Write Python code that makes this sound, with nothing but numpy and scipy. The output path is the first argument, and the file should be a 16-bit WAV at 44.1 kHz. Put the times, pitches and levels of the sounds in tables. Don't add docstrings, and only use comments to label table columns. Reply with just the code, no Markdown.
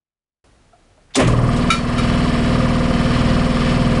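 import sys
import numpy as np
from scipy import signal
from scipy.fft import rfft, irfft
from scipy.io import wavfile
from scipy.ndimage import uniform_filter1d

SR = 44100
rng = np.random.default_rng(int(sys.argv[2]) if len(sys.argv) > 2 else 0)


def to_wav(s):
    ch = np.atleast_2d(s).T
    pcm = np.round(np.clip(ch, -1, 1) * 32767)
    wavfile.write(sys.argv[1], SR, pcm.astype(np.int16))


N = 176400
T = np.arange(N) / SR
CRANK_HZ, MAINS_HZ = 19.725, 60
OPEN_S = 0.44


def pump(turns, on_s=1.234):
    parts = clatter() + air_rush(turns) + tank() + thump(turns) + valves(turns)
    return ramp(on_s, 0.07) * parts


def thump(turns):
    tones = [(1, -30), (2, -25.5), (4, -28), (5, -36.5), (6, -28.5), (7, -28.5), (8, -26.5), (9, -29.5),
             (10, -29.5), (11, -31.5), (13, -31.5), (14, -36.5), (15, -34), (16, -38.5), (17, -39.5),
             (32, -39), (35, -42.5)]
    loudness = [(1.35, 1.5), (1.85, -2.5), (2.15, 0.5), (2.95, -0.5), (3.32, 1.3), (3.55, -0.5),
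                (3.95, 0.5)]
    out = np.zeros(N)
    for multiple, db in tones:
        strength = amp(db) * (1 + 0.088 * wander(rate_hz=5.4))
        smear = 1.13 * rng.uniform(-np.pi / 2, np.pi / 2)
        out += strength * np.sqrt(2) * np.cos(2 * np.pi * multiple * turns + smear)
    return level(loudness) * out


def valves(turns, fall_hz_per_s=6700):
    # delay_s, length_s, pitch_hz, level_db
    rings = [(0.0042, 0.0024, 1166, -22.5), (0.009, 0.0035, 1140, -32), (.017, 0.0054, 1033, -28)]
    # delay_s, length_s, pitch_hz, width_hz, level_db
    puffs = [(0.01, 0.0043, 460, 340, -35), (0.032, 0.014, 696, 130, -37.5),
             (0.0078, 0.0088, 1700, 1100, -38), (0.0093, 0.0043, 8920, 1100, -53.5),
             (0.043, 0.0092, 5800, 6200, -49.5)]
    unloaded = 1 - ramp(1.31, 0.16)
    out = np.zeros(N)
    for delay, length, hz, db in rings:
        t = since(turns, delay)
        strength = amp(db + 5 * unloaded + 1.43 * wander(rate_hz=35))
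        phase = 2 * np.pi * (hz - fall_hz_per_s * t / 2) * t + 0.35 * wander(rate_hz=120)
        out += strength * pulse(turns, delay, length) * np.sqrt(2) * np.cos(phase)
    for delay, length, hz, width_hz, db in puffs:
        puff = machine_noise(repeat=0.79) * pulse(turns, delay, length)
        out += amp(db) * band(puff, hz, width_hz)
    knocks = band(noise() * pulse(turns, delay_s=0, length_s=0.005), hz=480, width_hz=350)
    return out + amp(-28) * unloaded * knocks


def clatter():
    spectrum = [(20, -12), (130, 0.5), (240, -3.5), (340, -4), (490, -0.5), (660, -3.5), (800, -8),
                (1300, -7.5), (1600, -21), (3000, -37.5)]
    return amp(-25.5) * colour(machine_noise(repeat=0.56), spectrum)


def air_rush(turns, ring_share=0.61):
    spectrum = [(820, -36), (1400, -0.5), (1900, 1), (2400, -2), (3050, 0), (3740, -7.5), (4550, -4.5),
                (4950, -10), (5330, -8), (6200, -19.5), (7740, -17), (8290, -21.5), (9030, -23.5),
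                (10100, -21), (10800, -57)]
    loudness = [(1.2, -24), (1.3, -34), (1.42, -38.5), (1.55, -32.5), (1.7, -32.5), (1.9, -32.5),
                (2.1, -29), (2.5, -30.5), (2.9, -31), (3.2, -28.5), (3.45, -31.5), (3.65, -27.5),
                (3.8, -31.5), (4, -30.5)]
    ring = echoes(noise())
    rough = unit(machine_noise(repeat=0.17) * amp(1.9 * wander(rate_hz=340)))
    rush = np.sqrt(ring_share) * ring + np.sqrt(1 - ring_share) * rough
    swell_db = 3.5 * pulse(turns, delay_s=0.04, length_s=0.015)
    rattle = unit(amp(swell_db + 0.58 * wander(rate_hz=32)))
    return level(loudness) * rattle * colour(rush, spectrum)


def tank(pitch_hz=520.5):
    loudness = [(1.3, -35.5), (2.25, -39.5), (2.55, -28.5), (2.85, -29.5), (3.05, -35), (3.3, -33),
                (3.6, -30.5), (4, -33)]
    tone = np.sqrt(2) * np.sin(2 * np.pi * pitch_hz * T + 0.13 * wander(rate_hz=5.9))
    flutter = amp(-0.5 + 2.4 * wander(rate_hz=24))
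    return level(loudness) * tone * flutter


def motor(turns, start_s=1.235, settle_s=1.445):
    tones = [(1, -31, 0.06), (2, -30, 0.18), (3, -32.5, 0.27), (4, -21.5, 0.36)]
    running = ramp(settle_s, 0.086)
    mains_phase = 2 * np.pi * MAINS_HZ * (T - start_s)
    load = np.cos(2 * np.pi * (turns - 0.65))
    hum = np.zeros(N)
    for multiple, db, throb in tones:
        tone = np.sqrt(2) * np.sin(multiple * mains_phase + 0.05 * wander(rate_hz=23))
        hum += amp(db) * tone * (1 + throb * load)
    growl = 1 + 0.3 * wander(rate_hz=170)
    surge = amp(-20) * np.sqrt(2) * np.sin(2 * mains_phase) * growl
    return ramp(start_s, 0.014) * (hum * (0.25 + 0.71 * running) + surge * (1 - running))


def groans():
    # start_s, rise_s, fade_s, pitch_hz, width_hz, level_db
    shudders = [(1.160, 0.03, 0.15, 252, 24, -11.5), (1.163, 0.049, 0.14, 572, 210, -13.5),
                (1.163, 0.011, 0.72, 403, 147, -17.5), (1.18, 0.031, 0.27, 1130, 400, -20.5),
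                (1.17, 0.029, 0.4, 2300, 1700, -20.5), (1.158, 0.087, 0.35, 167, 210, -15.5),
                (1.16, 0.18, .25, 60, 14, -26)]
    out = np.zeros(N)
    for start, rise, fade, hz, width_hz, db in shudders:
        faded_db = 60 * np.maximum(T - start - rise, 0) / fade
        out += amp(db - faded_db) * ramp(start, rise) * rough_tone(hz, width_hz)
    return out


def switch():
    # start_s, level_db, pitch_hz, width_hz, fade_s
    touches = [(0.732, -45, 701, 50, 0.15), (.729, -51.5, 1328, 160, 0.08), (.975, -49, 720, 350, .15),
               (1.104, -51.5, 1800, 1800, 0.2), (1.137, -38, 3300, 3020, 0.16),
               (1.145, -22.5, 3480, 920, 0.085), (1.145, -30, 5800, 1510, .08)]
    clacks = [(1.153, -11.5), (1.197, -24), (1.272, -25), (1.562, -30.5)]
    spectrum = [(200, -11), (700, 0), (1070, 9.5), (1500, -1), (3500, 0.5), (4500, -2.5), (5600, -2),
                (7700, -1.5), (10500, -9)]
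    hand = sum(amp(db) * strike(start, fade, rise_s=0.0032) * rough_tone(hz, width_hz)
               for start, db, hz, width_hz, fade in touches)
    blows = np.zeros(N)
    for start, db in clacks:
        tail = amp(-8) * strike(start, fade_s=0.27)
        blows += amp(db) * (strike(start, fade_s=0.063, rise_s=0.007) + tail)
    return hand + blows * colour(noise(), spectrum)


def lid():
    hits = [(1.702, -2), (1.979, -17)]
    notes = [(1280, -3.5, 0.16), (1350, 2, 0.15), (2089, -12, 0.2), (2280, -1.5, 0.085), (2385, -2, 0.21),
             (2955, -9, 0.17), (3720, -6, .07), (3790, -5, 0.17), (4440, -15, 0.39), (5480, -19, 0.22),
             (6550, -14, 0.074), (7154, -24, 0.22), (9800, -14, 0.11)]
    # pitch_hz, level_db
    spectrum = [(700, -15), (1300, 6), (3800, 1), (6500, -2.5), (10500, -12)]
    out = np.zeros(N)
    for start, db in hits:
        ring = np.zeros(N)
        for hz, note_db, fade in notes:
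            tone = np.sin(2 * np.pi * hz * T + 1.23 * wander(rate_hz=47))
            ring += amp(note_db) * strike(start, fade, rise_s=0.0036) * tone
        crack = strike(start, fade_s=0.27, rise_s=0.0035) * colour(noise(), spectrum)
        out += amp(db) * (amp(-5.5) * ring + amp(-12.5) * crack)
    return out + amp(-9) * echoes(out)


def room_tone():
    spectrum = [(15, -30), (25, 7), (256, -7.5), (457, -10), (703, -11), (952, -16), (1320, -15.5),
                (1460, -17), (10500, -29.5), (13600, -53), (22000, -120)]
    bump = 1 + 0.52 * strike(OPEN_S, fade_s=0.3)
    return amp(-54) * colour(noise(), spectrum) * bump


def echoes(x, fade_s=0.2):
    tail = (noise() * amp(-60 * T / fade_s))[:SR // 2]
    return signal.fftconvolve(x, tail / np.linalg.norm(tail))[:N]


def amp(db):
    return 10 ** (np.asarray(db) / 20)


def unit(x):
    return x / np.sqrt(np.mean(x ** 2) + 1e-20)


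def level(points):
    return amp(np.interp(T, *np.transpose(points)))


def ramp(start_s, length_s):
    return np.clip((T - start_s) / length_s, 0, 1)


def strike(start_s, fade_s, rise_s=0.0018):
    return ramp(start_s, rise_s) * amp(-60 * np.maximum(T - start_s, 0) / fade_s)


def since(turns, delay_s):
    return ((turns - delay_s * CRANK_HZ + 0.5) % 1 - 0.5) / CRANK_HZ


def pulse(turns, delay_s, length_s):
    return np.exp(-0.5 * (since(turns, delay_s) / length_s) ** 2)


def colour(x, points):
    hz, db = np.transpose(points)
    freqs = np.fft.rfftfreq(N, 1 / SR)
    gain = amp(np.interp(np.log(freqs + 1), np.log(hz + 1), db))
    return unit(irfft(rfft(x) * gain, N))


def band(x, hz, width_hz):
    freqs = np.fft.rfftfreq(N, 1 / SR)
    return unit(irfft(rfft(x) / (1 + ((freqs - hz) / width_hz * 2) ** 4), N))


def noise():
    return rng.standard_normal(N)


def machine_noise(repeat):
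    place_in_turn = (T % (1 / CRANK_HZ) * SR).astype(int)
    return np.sqrt(repeat) * noise()[place_in_turn] + np.sqrt(1 - repeat) * noise()


def wander(rate_hz):
    return band(noise(), 0, rate_hz)


def rough_tone(hz, width_hz):
    phase = np.angle(signal.hilbert(band(noise(), hz, width_hz)))
    return np.sqrt(2) * np.cos(phase)


def scene():
    turns = (T - 1.3354) * CRANK_HZ
    return (pump(turns) + motor(turns) + groans() + switch() + lid() + room_tone())[None]


def record(dry, limit_db=-11, recover_db_per_s=16, ceiling=0.64, top_hz=10750):
    x = dry[0] * (amp(-44) + ramp(OPEN_S, 0.002))
    power_db = 10 * np.log10(abs(uniform_filter1d(x ** 2, size=600)) + 1e-12)
    recovery_db = T * recover_db_per_s
    held_db = np.maximum.accumulate(power_db + recovery_db) - recovery_db
    over_db = np.maximum(held_db - limit_db, 0)
    x = x / amp(uniform_filter1d(over_db, size=200))
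    rounded = x / (1 + (x / ceiling) ** 8) ** (1 / 8)
    treble_cut = signal.firwin(301, top_hz, window=("kaiser", 8), fs=SR)
    return signal.oaconvolve(rounded, treble_cut, "same")[None]


dry = scene()
out = record(dry)
to_wav(out)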